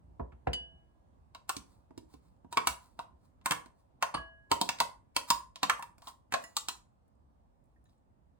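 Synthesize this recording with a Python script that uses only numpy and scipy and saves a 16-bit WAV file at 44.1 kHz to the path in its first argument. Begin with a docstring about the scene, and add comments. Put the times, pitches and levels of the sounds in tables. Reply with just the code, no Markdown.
"""A steel spoon knocks and scrapes a plastic cup of chopped pickle over a glass bowl: each blow is
noise bursts plus decaying wall and hollow modes, each scrape a filtered train of random slips.
The bowl is first set on a kitchen counter, whose slab booms; glass and spoon ring as modal sums.
A small hard room answers with decaying noise, over a low appliance hum of shaped noise;
a pair of close microphone ports hears it all, differing in phase and level."""
import sys
import numpy as np
from scipy import signal
from scipy.fft import rfft, irfft, next_fast_len
from scipy.io import wavfile
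from scipy.ndimage import uniform_filter1d

SR = 44100
rng = np.random.default_rng(int(sys.argv[2]) if len(sys.argv) > 2 else 0)


def materialize(psi):
    """Save the field psi as 16-bit PCM at rate SR to the path in sys.argv[1].

    A 1-D psi becomes a single channel; in a 2-D psi each row is a channel.
    """
    bounded = np.clip(np.atleast_2d(psi).T, -1, 1)
    quanta = np.round(bounded * 32767).astype(np.int16)
    wavfile.write(sys.argv[1], SR, quanta)


N = 369999  # samples

# All levels are relative: room, ports and microphone filter follow.
# Appliance hum spectrum: pitch_hz [Hz], density_db [dB per Hz]
HUM_SPECTRUM = [(15, -30), (25, -13), (54, 3.5), (81, -2.5), (125, -8), (254, -12), (415, -22),
                (559, -17.5), (889, -19.5), (1030, -21.5), (1400, -32), (2200, -40.5), (5530, -48),
                (9280, -50), (11500, -56), (16900, -59)]
# Hum likeness of the two ports: pitch_hz [Hz], correlation [-1 to 1]
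HUM_LIKENESS = [(60, 0.49), (170, 0.28), (345, 0.32), (520, -0.21), (1300, -0.44), (1700, -0.15),
                (6500, -0.18), (8600, .8), (12000, 0), (15000, .5)]
# Hum balance: pitch_hz [Hz], left_minus_right_db [dB]
HUM_BALANCE = [(60, 0), (170, -4), (345, -5), (700, -2), (1200, -2), (1600, 0)]
HUM_END_DB, HUM_EASES_DB = -66.5, 3.5  # rms level at the end; extra at the start, easing evenly

# Jolts that make the counter slab boom: start_s [s], level_db [dB]
JOLTS = [(0.071, -53), (0.196, -32.5), (0.319, -45), (0.468, -25.5), (0.601, -49.5), (0.73, -51),
         (1.579, -52.5), (2.142, -55.5), (2.679, -43.5), (3.118, -54.5), (3.52, -54), (4.171, -40.5),
         (4.51, -46), (5.311, -46), (5.701, -55.5), (6.33, -58)]
# Modes of the counter slab: pitch_hz [Hz], level_db [dB], t60_s [s]
COUNTER_MODES = [(60, -1.5, 0.27), (77, -2, 0.16), (132, -7, .15), (178, -8.5, 0.13), (237, -10.5, 0.16),
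                 (366, -14.5, 0.29)]
# The bowl's foot meets the counter: start_s [s], knock_db [dB], clack_db [dB]
SETDOWNS = [(.197, -31.5, -64), (.320, -55.5, -62), (0.470, -27.5, -39)]

# Blows on the glass: spot [name], start_s [s], ring_db [dB], contact_db [dB]
GLASS_BLOWS = [("rim", .532, -32, -38.5), ("flank", 4.143, -41, -60), ("foot", 4.178, -45, -58)]
# Modes of the glass: pitch_hz [Hz], t60_s [s], then rim_db, flank_db, foot_db [dB] by spot struck
GLASS_MODES = [(657, .7, -24, -15, -16), (1646, 1.2, -35, -30, -30), (1651, .3, -35, -40, -40),
               (1663, .75, -48, -14, 0), (1970, .08, -14, -25, -25), (2982, .5, -24, -4, -1),
               (2988, .42, 0, -30, -30), (3500, .06, -14, -30, -30), (3817, .12, -18, -25, -25),
               (4560, .1, -14, -20, -30), (4640, .22, -17, -6, -12), (4760, .08, -10, -20, -30),
               (6638, .16, -25, -20, -34), (6977, .15, -24, -30, -30), (8113, .12, -28, -24, -36),
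               (8930, .09, -20, -3, -34), (9480, .09, -26, -14, -36), (10400, .12, -32, -22, -38),
               (13100, .08, -34, -30, -44), (14300, .08, -34, -30, -44)]
# Blows that leave the spoon ringing: spot [name], start_s [s], ring_db [dB], contact_db [dB]
SPOON_BLOWS = [("edge", 6.439, -54.5, -62), ("back", 6.567, -38, -60), ("tip", 6.686, -43, -61)]
# Modes of the spoon: pitch_hz [Hz], t60_s [s], then edge_db, back_db, tip_db [dB] by spot struck
SPOON_MODES = [(1950, .2, 5, -20, -12), (2853, .17, 0, -14, -9), (4124, .23, -14, -16, 0),
               (4440, .13, -16, 0, -20), (5286, .17, -1, -12, -10), (6735, .25, -8, -3, -4),
               (7000, .25, -1, -14, -16), (7257, .2, -5, -12, -8), (7560, .13, -16, 0, -16),
               (8947, .2, -10, -10, -10), (9400, .18, -6, -14, -14), (11200, .16, -8, -18, -20)]

# Spoon on cup: landing_s [s], hollow_db [dB], hollow_pitch_hz [Hz], hollow_t60_s [s],
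# load_slap_db [dB], wall_flex_db [dB], crack_db [dB], steel_edge_tick_db [dB]
KNOCKS = [(1.348, -34.5, 1048, .046, -67.5, -52.5, -45.5, -57.5),
          (1.493, -19.5, 1128, .047, -46, -34.5, -31, -30.5),
          (1.566, -56, 930, .084, -38.5, -54, -36, -41.5), (1.908, -51, 930, .029, -51, -82, -80, -83),
          (1.977, -52, 900, .046, -39, -66, -50.5, -55), (2.139, -58.5, 1030, .08, -45, -73, -59.5, -69),
          (2.446, -58, 940, .08, -48, -90, -81, -87), (2.526, -35, 917, .072, -55, -46, -40.5, -45),
          (2.572, -13.5, 1085, .056, -32, -23.5, -28, -35), (2.672, -18, 900, .027, -41, -25, -22, -24),
          (2.991, -30, 1007, .071, -57, -44.5, -45.5, -56),
          (3.413, -64, 1002, .067, -76.5, -67.5, -69.5, -83),
          (3.459, -23, 1053, .08, -54, -28.5, -34.5, -29), (3.509, -24, 1120, .08, -29, -28.5, -24, -29.5),
          (3.519, -23, 1064, .08, -40.5, -23.5, -34.5, -33), (3.659, -56, 986, 0.083, -57, -59, -59.5, -63),
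          (4.025, -15.5, 1042, .045, -45, -26, -28, -33), (4.141, -24, 1150, .073, -47, -51, -39, -60),
          (4.148, -25, 1048, .037, -34, -38.5, -37.5, -61), (4.166, -33, 1153, .12, -54, -47, -61, -58),
          (4.515, -16.5, 932, .09, -31, -28, -22.5, -28.5), (4.613, -19, 951, .039, -35, -41.5, -22.5, -29),
          (4.69, -25, 971, .058, -44, -29, -24, -34), (4.786, -50, 1112, .032, -56, -50, -41, -54),
          (4.802, -17.5, 984, .1, -40, -27, -24, -27), (4.813, -20, 1000, .06, -46, -49, -49, -51),
          (5.164, -24.5, 1002, .072, -37, -26.5, -23, -27), (5.303, -17, 1011, .13, -38.5, -27, -17, -22),
          (5.558, -44, 1005, .08, -60, -56, -41.5, -55), (5.631, -20.5, 1042, .063, -33.5, -29.5, -23, -32),
          (5.697, -18.5, 1234, .08, -47, -18, -26, -30.5), (5.794, -34, 1048, .063, -64, -55, -75, -53.5),
          (5.825, -37.5, 941, .08, -71, -43.5, -48, -45), (5.981, -63.5, 1090, .08, -63, -65, -67.5, -62),
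          (6.02, -50.5, 1030, .08, -70, -62, -57, -62.5), (6.072, -38, 1027, .085, -55, -72, -39, -57),
          (6.323, -32, 1154, .04, -46.5, -32, -38.5, -39.5), (6.339, -18, 1060, .047, -41, -26, -24, -37),
          (6.343, -25, 691, 0.048, -60, -50, -60, -60), (6.438, -56.5, 1072, .055, -54, -47, -70, -50),
          (6.567, -24.5, 1260, 0.035, -62.5, -41.5, -26, -27.5),
          (6.685, -26.5, 1053, 0.038, -60, -39, -26.5, -32.5)]
# Band centres of thump, hollow, clack, crack, tick and air: pitch_hz [Hz]
BLOW_BANDS_HZ = 280, 950, 1700, 4000, 9000, 14500
# Air hollow and low wall modes of the cup: pitch_hz [Hz], level_db [dB]
HOLLOW_MODES = [(660, 3), (710, -9), (790, -5), (925, -13), (950, 7), (1025, 2), (1060, 4.5), (1130, 1),
                (1190, -3), (1315, -7)]
# Stiff wall modes of the cup: pitch_hz [Hz]
WALL_MODES_HZ = [1380, 1460, 1670, 1787, 2270, 2647, 2850, 3240, 3766, 4440, 5010, 5890, 6290, 7800, 8400,
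                 9050, 9480]
LEAD_IN_S, LEAD_IN_DB = .018, -25.5  # a soft noise swells up for this long before each blow; against the blow
CHATTER_S, SPREAD_S = .034, .003  # t60 of the rattle after a blow; spread of its contacts
AIR_DB = -2  # the very top against the tick

# Strokes of the spoon on wet plastic: middle_s [s], length_s [s], level_db [dB]
SCRAPES = [(1.719, .2, -72.5), (2.135, .09, -66.5), (2.26, .2, -77), (2.522, .02, -56), (2.695, 0.061, -42),
           (2.84, .2, -67.5), (3.01, 0.057, -61.5), (3.25, .12, -77), (3.8, .11, -78), (4.541, .05, -47.5),
           (5.292, .03, -43.5), (5.79, .06, -60), (6.045, .08, -63.5), (6.084, .055, -48),
           (6.425, .08, -57), (6.501, .2, -68), (7.72, .08, -90), (7.91, .18, -83)]
# Colour of the slips: pitch_hz [Hz], level_db [dB]
SLIDE_SPECTRUM = [(300, -27), (700, -4.5), (1000, 9.5), (1500, -4.5), (3000, -12.5), (4200, -3),
                  (6000, -10.5), (9000, -8), (15000, -13.5)]
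STROKE_ENDS_DB = -16  # level half a length from the middle of a stroke
# Faint sticky ticks of rice and spoon: start_s [s], pitch_hz [Hz], click_db [dB], ping_db [dB]
TICKS = [(7.08, 10500, -67, -100), (7.152, 8500, -78, -100), (7.64, 10500, -68.5, -100),
         (7.657, 9500, -74, -95), (7.761, 1850, -76, -72), (7.841, 10000, -64, -100),
         (7.854, 3900, -70, -76), (7.858, 1800, -70, -78), (7.856, 6950, -80, -81), (7.89, 3850, -71, -78),
         (7.93, 2800, -71, -94), (7.895, 5150, -85, -84), (7.978, 8000, -78, -88)]

# Decay of the room: pitch_hz [Hz], t60_s [s]
ROOM_DECAY = [(60, .26), (200, 0.37), (530, .35), (1390, .29), (3680, 0.23), (9700, .26), (16000, .2)]
# Likeness of the room tail at the two ports: pitch_hz [Hz], correlation [0 to 1]
ROOM_LIKENESS = [(60, 0.8), (300, 0.92), (1000, 0.13), (3000, 0.11), (5000, .2), (6800, 0.15), (7600, 0.75),
                 (16000, 1)]
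# Phase between the ports: pitch_hz [Hz], left_lead_rad [rad]
PORT_LEAD = [(30, 0), (170, -.6), (260, -1.8), (340, -2.0), (440, -3.4), (600, -3.8), (870, -6.1),
             (1050, -5.3), (1500, -7.6), (2000, -8.3), (2300, -7.4), (3000, -8.6), (4300, -7.9),
             (6000, -8.7), (8000, -6.3), (10000, -4.8), (12100, -3.14), (14000, -1.5), (16000, 0)]
# Level between the ports: pitch_hz [Hz], left_minus_right_db [dB]
PORT_BALANCE = [(60, 1), (130, -6), (290, -8), (640, 1.5), (1410, -3), (3100, 0), (6820, -1.5),
                (15000, 0.5)]
EDGE_HZ = 16950  # upper band limit


def gain_of(db):
    """Decibels are logarithmic: 20 dB make a factor of ten in amplitude."""
    return 10 ** (np.asarray(db) / 20)


def evened(x):
    """Equal mean power: scales to unit rms."""
    return x / np.sqrt(np.mean(x ** 2) + 1e-20)


def read(points, hz):
    """Logarithmic pitch scale: interpolates a table over log frequency."""
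    f, value = np.transpose(points)
    return np.interp(np.log(hz + 1), np.log(f + 1), value)


def shaped(x, gain):
    """Linear filtering: multiplies the spectrum by a function of frequency."""
    size = next_fast_len(x.shape[-1] + 2048)
    spectrum = rfft(x, size) * gain(np.fft.rfftfreq(size, 1 / SR))
    return irfft(spectrum, size)[..., :x.shape[-1]]


def add(mix, s, sound):
    """Superposition: sums a sound into the mix from a time in seconds, cut at the mix's end."""
    part = mix[round(s * SR):][:len(sound)]
    part += sound[:len(part)]


def ring(hz, db, t60, rise=0.00042):
    """Modal decay: a sum of dying sines, neighbours starting in opposite directions."""
    t = np.arange(int(min(np.max(t60), 1) * SR)) / SR
    hz, db, t60 = (np.reshape(c, (-1, 1)) for c in (hz, db, np.maximum(t60, 1e-3)))
    sign = (-1) ** np.arange(len(hz))[:, None]
    modes = sign * gain_of(db - 60 * t / t60) * np.sin(2 * np.pi * hz * t)
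    return modes.sum(0) * (1 - np.exp(-t / rise))


def contacts(spread, count=4):
    """Multiple impact: a blow lands at once and again in a few uneven contacts."""
    train = np.zeros(int(max(spread, 1e-4) * SR) + 2)
    at, size = rng.random(count), rng.exponential(1, count)
    np.add.at(train, (at * (len(train) - 1)).astype(int), size)
    train[0] += 1.4
    return train / train.sum()


def burst(points, t60, train=np.ones(1), size=4096):
    """Impact noise: a dying puff at each contact, its spectrum tabled in level per octave."""
    hz, t = np.fft.rfftfreq(size, 1 / SR), np.arange(size) / SR
    octave_even = rfft(rng.standard_normal(size)) * np.sqrt(SR / 2 / (hz + 30))
    puff = gain_of(-60 * t / t60) * (1 - np.exp(-t / 0.00017))
    envelope = np.convolve(puff, train)[:size]
    return irfft(octave_even * gain_of(read(points, hz)), size) * abs(envelope)


def hum():
    """Stationary broadband noise: mostly low, partly correlated at the ports, swelling a little."""
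    frames, hz = N // 512 + 5, np.fft.rfftfreq(2048, 1 / SR)
    a, b, c, d, patches = rng.standard_normal((frames, 1025, 5)).T
    # small random swells, smoothed over frequency and then over time
    patches = evened(uniform_filter1d(uniform_filter1d(patches, 20, 0), 10, 1))
    same = np.clip(read(HUM_LIKENESS, hz), -1, 1)[:, None]
    left = a + 1j * b
    right = same * left + np.sqrt(1 - same ** 2) * (c + 1j * d)
    balance_db = np.outer([.5, -.5], read(HUM_BALANCE, hz))[..., None]
    level_db = read(HUM_SPECTRUM, hz)[:, None] + 1.3 * patches + balance_db
    z = np.array([left, right]) * gain_of(level_db)
    noise = signal.istft(z, nperseg=2048, noverlap=1536)[1][:, :N]
    easing_db = HUM_EASES_DB * (1 - np.arange(N) / N)
    return gain_of(HUM_END_DB + easing_db) * evened(noise)


def boom(db):
    """Plate resonance: the counter slab's low modes rise slowly and die away."""
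    f, level_db, t60 = np.transpose(COUNTER_MODES)
    return ring(f, db + level_db, t60, rise=0.01)


def setdown(knock_db, clack_db):
    """Multiple impact: the bowl's foot rolls down in a few contacts and gives a dull knock."""
    colour = [(100, knock_db - 15), (300, knock_db - 0.5), (550, knock_db + 2), (900, knock_db),
              (2500, clack_db), (5000, clack_db - 19.5), (12000, clack_db - 30.5)]
    return burst(colour, 0.058, contacts(0.0044))


def struck(modes, spot, db, contact_db, split):
    """Modal excitation: a hard body clicks and rings by the spot struck, in close mode pairs."""
    f, t60, *level_db = np.transpose(modes)
    out = ring(f, db + level_db[spot], t60)
    twin = f * (1 + split * rng.uniform(-0.99, 1, len(f)))  # weaker and shorter
    add(out, 0, ring(twin, db + level_db[spot] - 7.5, .6 * t60))
    click = [(500, contact_db - 20), (2000, contact_db - 3), (4500, contact_db), (14000, contact_db - 12)]
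    add(out, 0, burst(click, .06))
    return out


def knock(hollow_db, hz, sustain, thump_db, clack_db, crack_db, tick_db):
    """Impact and resonance: a soft noise lead-in and a blow that wakes wall and hollow modes near hz."""
    air_db = tick_db + AIR_DB
    levels_db = thump_db, hollow_db - 3.5, clack_db, crack_db, tick_db, air_db
    colour = list(zip(BLOW_BANDS_HZ, levels_db))
    noise = [(60, thump_db - 20.5)] + colour + [(15900, air_db - 3), (16600, air_db - 20)]
    chatter = burst(noise, CHATTER_S)
    snap = gain_of(6) * burst(noise, 0.0071, contacts(SPREAD_S))
    blow = chatter + snap

    f = np.array(WALL_MODES_HZ)
    spot_db = 3.2 * rng.standard_normal(len(f))  # each spot struck favours other modes
    add(blow, 0, ring(f, read(colour, f) - 10 + spot_db, .035 * (3000 / f) ** .5))

    f, db = np.transpose(HOLLOW_MODES)
    near = gain_of(db - 300 * np.log2(f / hz) ** 2)  # the grip and the angle pick a few neighbours
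    share_db = 20 * np.log10(near / near.sum() + 1e-6)
    add(blow, 0, ring(f, hollow_db + share_db + 6, np.full(len(f), sustain), rise=0.0018))

    thump_hz = 290 * rng.uniform(.9, 1.1)  # the wet load slaps the cup's bottom
    add(blow, 0, ring([thump_hz], [thump_db + 0.19], [.05], rise=0.00076))
    # a decay reversed swells up to the blow
    lead_in = gain_of(LEAD_IN_DB) * burst(noise, 0.037)[:round(LEAD_IN_S * SR)][::-1]
    return np.concatenate([lead_in, blow])


def scrape(middle, length, db):
    """Frictional slip noise: dense uneven slips under a stroke that swells and sinks."""
    t = np.arange(-.7 * length, .7 * length, 1 / SR)  # runs a little past the nominal length
    slips = rng.standard_normal(len(t)) * gain_of(2.5 * rng.exponential(1, len(t)))
    slips *= rng.random(len(t)) < .2  # about one sample in five slips
    rasp = evened(shaped(slips, lambda hz: gain_of(read(SLIDE_SPECTRUM, hz))))
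    swell_db = db + STROKE_ENDS_DB * abs(2 * t / length)
    return middle + t[0], rasp * gain_of(swell_db)


def tick(hz, db, ping_db):
    """Band-limited impact: a short puff around one pitch with a small ping of two modes."""
    out = burst([(hz / 3, db - 22), (hz, db), (hz * 2.2, db - 12)], .01, contacts(SPREAD_S))
    add(out, 0, ring([hz, hz * 0.89], [ping_db, ping_db - 5], [.09, .06]))
    return out


def tail():
    """Diffuse reverberation: dense noise, each band with its own decay, partly alike at the ports."""
    t = np.arange(SR // 2) / SR
    onset = np.clip((t - .0015) / 0.00086, 0, 1)
    noise = rng.standard_normal((2, SR // 2)) * onset
    hz, t, (a, b) = signal.stft(noise, SR, nperseg=256)
    same = np.clip(read(ROOM_LIKENESS, hz), 0, 1)[:, None]
    z = np.array([a, same * a + np.sqrt(1 - same ** 2) * b])
    late = gain_of(-60 * t / read(ROOM_DECAY, hz)[:, None])
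    early = gain_of(5 - 60 * t / .03)  # counter and bowl answer early
    out = signal.istft(z * (late + early), SR, nperseg=256)[1]
    return out / np.linalg.norm(out[0])


def kitchen(x):
    """Diffuse reverberation: two noise tails take turns steadily, so no single tail colours every blow."""
    turn = 2 * np.pi * 1.7 * np.arange(N) / SR  # 1.7 turns a second
    weights = np.sin(turn), np.cos(turn)
    return sum(signal.oaconvolve((x * w)[None], tail(), axes=1)[:, :N] for w in weights)


def ports(x):
    """Interaural-style differences: the two ports differ in phase and level by frequency."""
    left = shaped(x[0], lambda hz: gain_of(read(PORT_BALANCE, hz) / 2) * np.exp(1j * read(PORT_LEAD, hz)))
    right = shaped(x[1], lambda hz: gain_of(-read(PORT_BALANCE, hz) / 2))
    return np.array([left, right])


def scene():
    """Direct and reverberant fields: blows sound in the kitchen, long rings mostly direct, over the hum."""
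    near, ringing = np.zeros((2, N))
    for start_s, level_db in JOLTS:
        add(ringing, start_s, boom(level_db))
    for start_s, *row in SETDOWNS:
        add(near, start_s, setdown(*row))
    for spot, start_s, *row in GLASS_BLOWS:
        place = ("rim", "flank", "foot").index(spot)
        add(ringing, start_s, struck(GLASS_MODES, place, *row, split=.001))
    for landing_s, *row in KNOCKS:
        add(near, landing_s - LEAD_IN_S, knock(*row))
    for row in SCRAPES:
        add(near, *scrape(*row))
    for spot, start_s, *row in SPOON_BLOWS:
        place = ("edge", "back", "tip").index(spot)
        add(ringing, start_s, struck(SPOON_MODES, place, *row, split=.015))
    for start_s, *row in TICKS:
        add(near, start_s, tick(*row))
    direct = near + ringing
    reverberant = gain_of(-5.5) * kitchen(near + .4 * ringing)
    return ports(direct + reverberant) + hum()


def record(dry):
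    """Band limitation: the microphone drops the deepest bass, then a steep low-pass ends the treble."""
    lean = signal.sosfilt(signal.butter(4, 42, "high", fs=SR, output="sos"), dry)
    low_pass = signal.firwin(511, EDGE_HZ, window=("kaiser", 9), fs=SR)
    return signal.oaconvolve(lean, low_pass[None], "same")


dry = scene()
out = record(dry)
materialize(out)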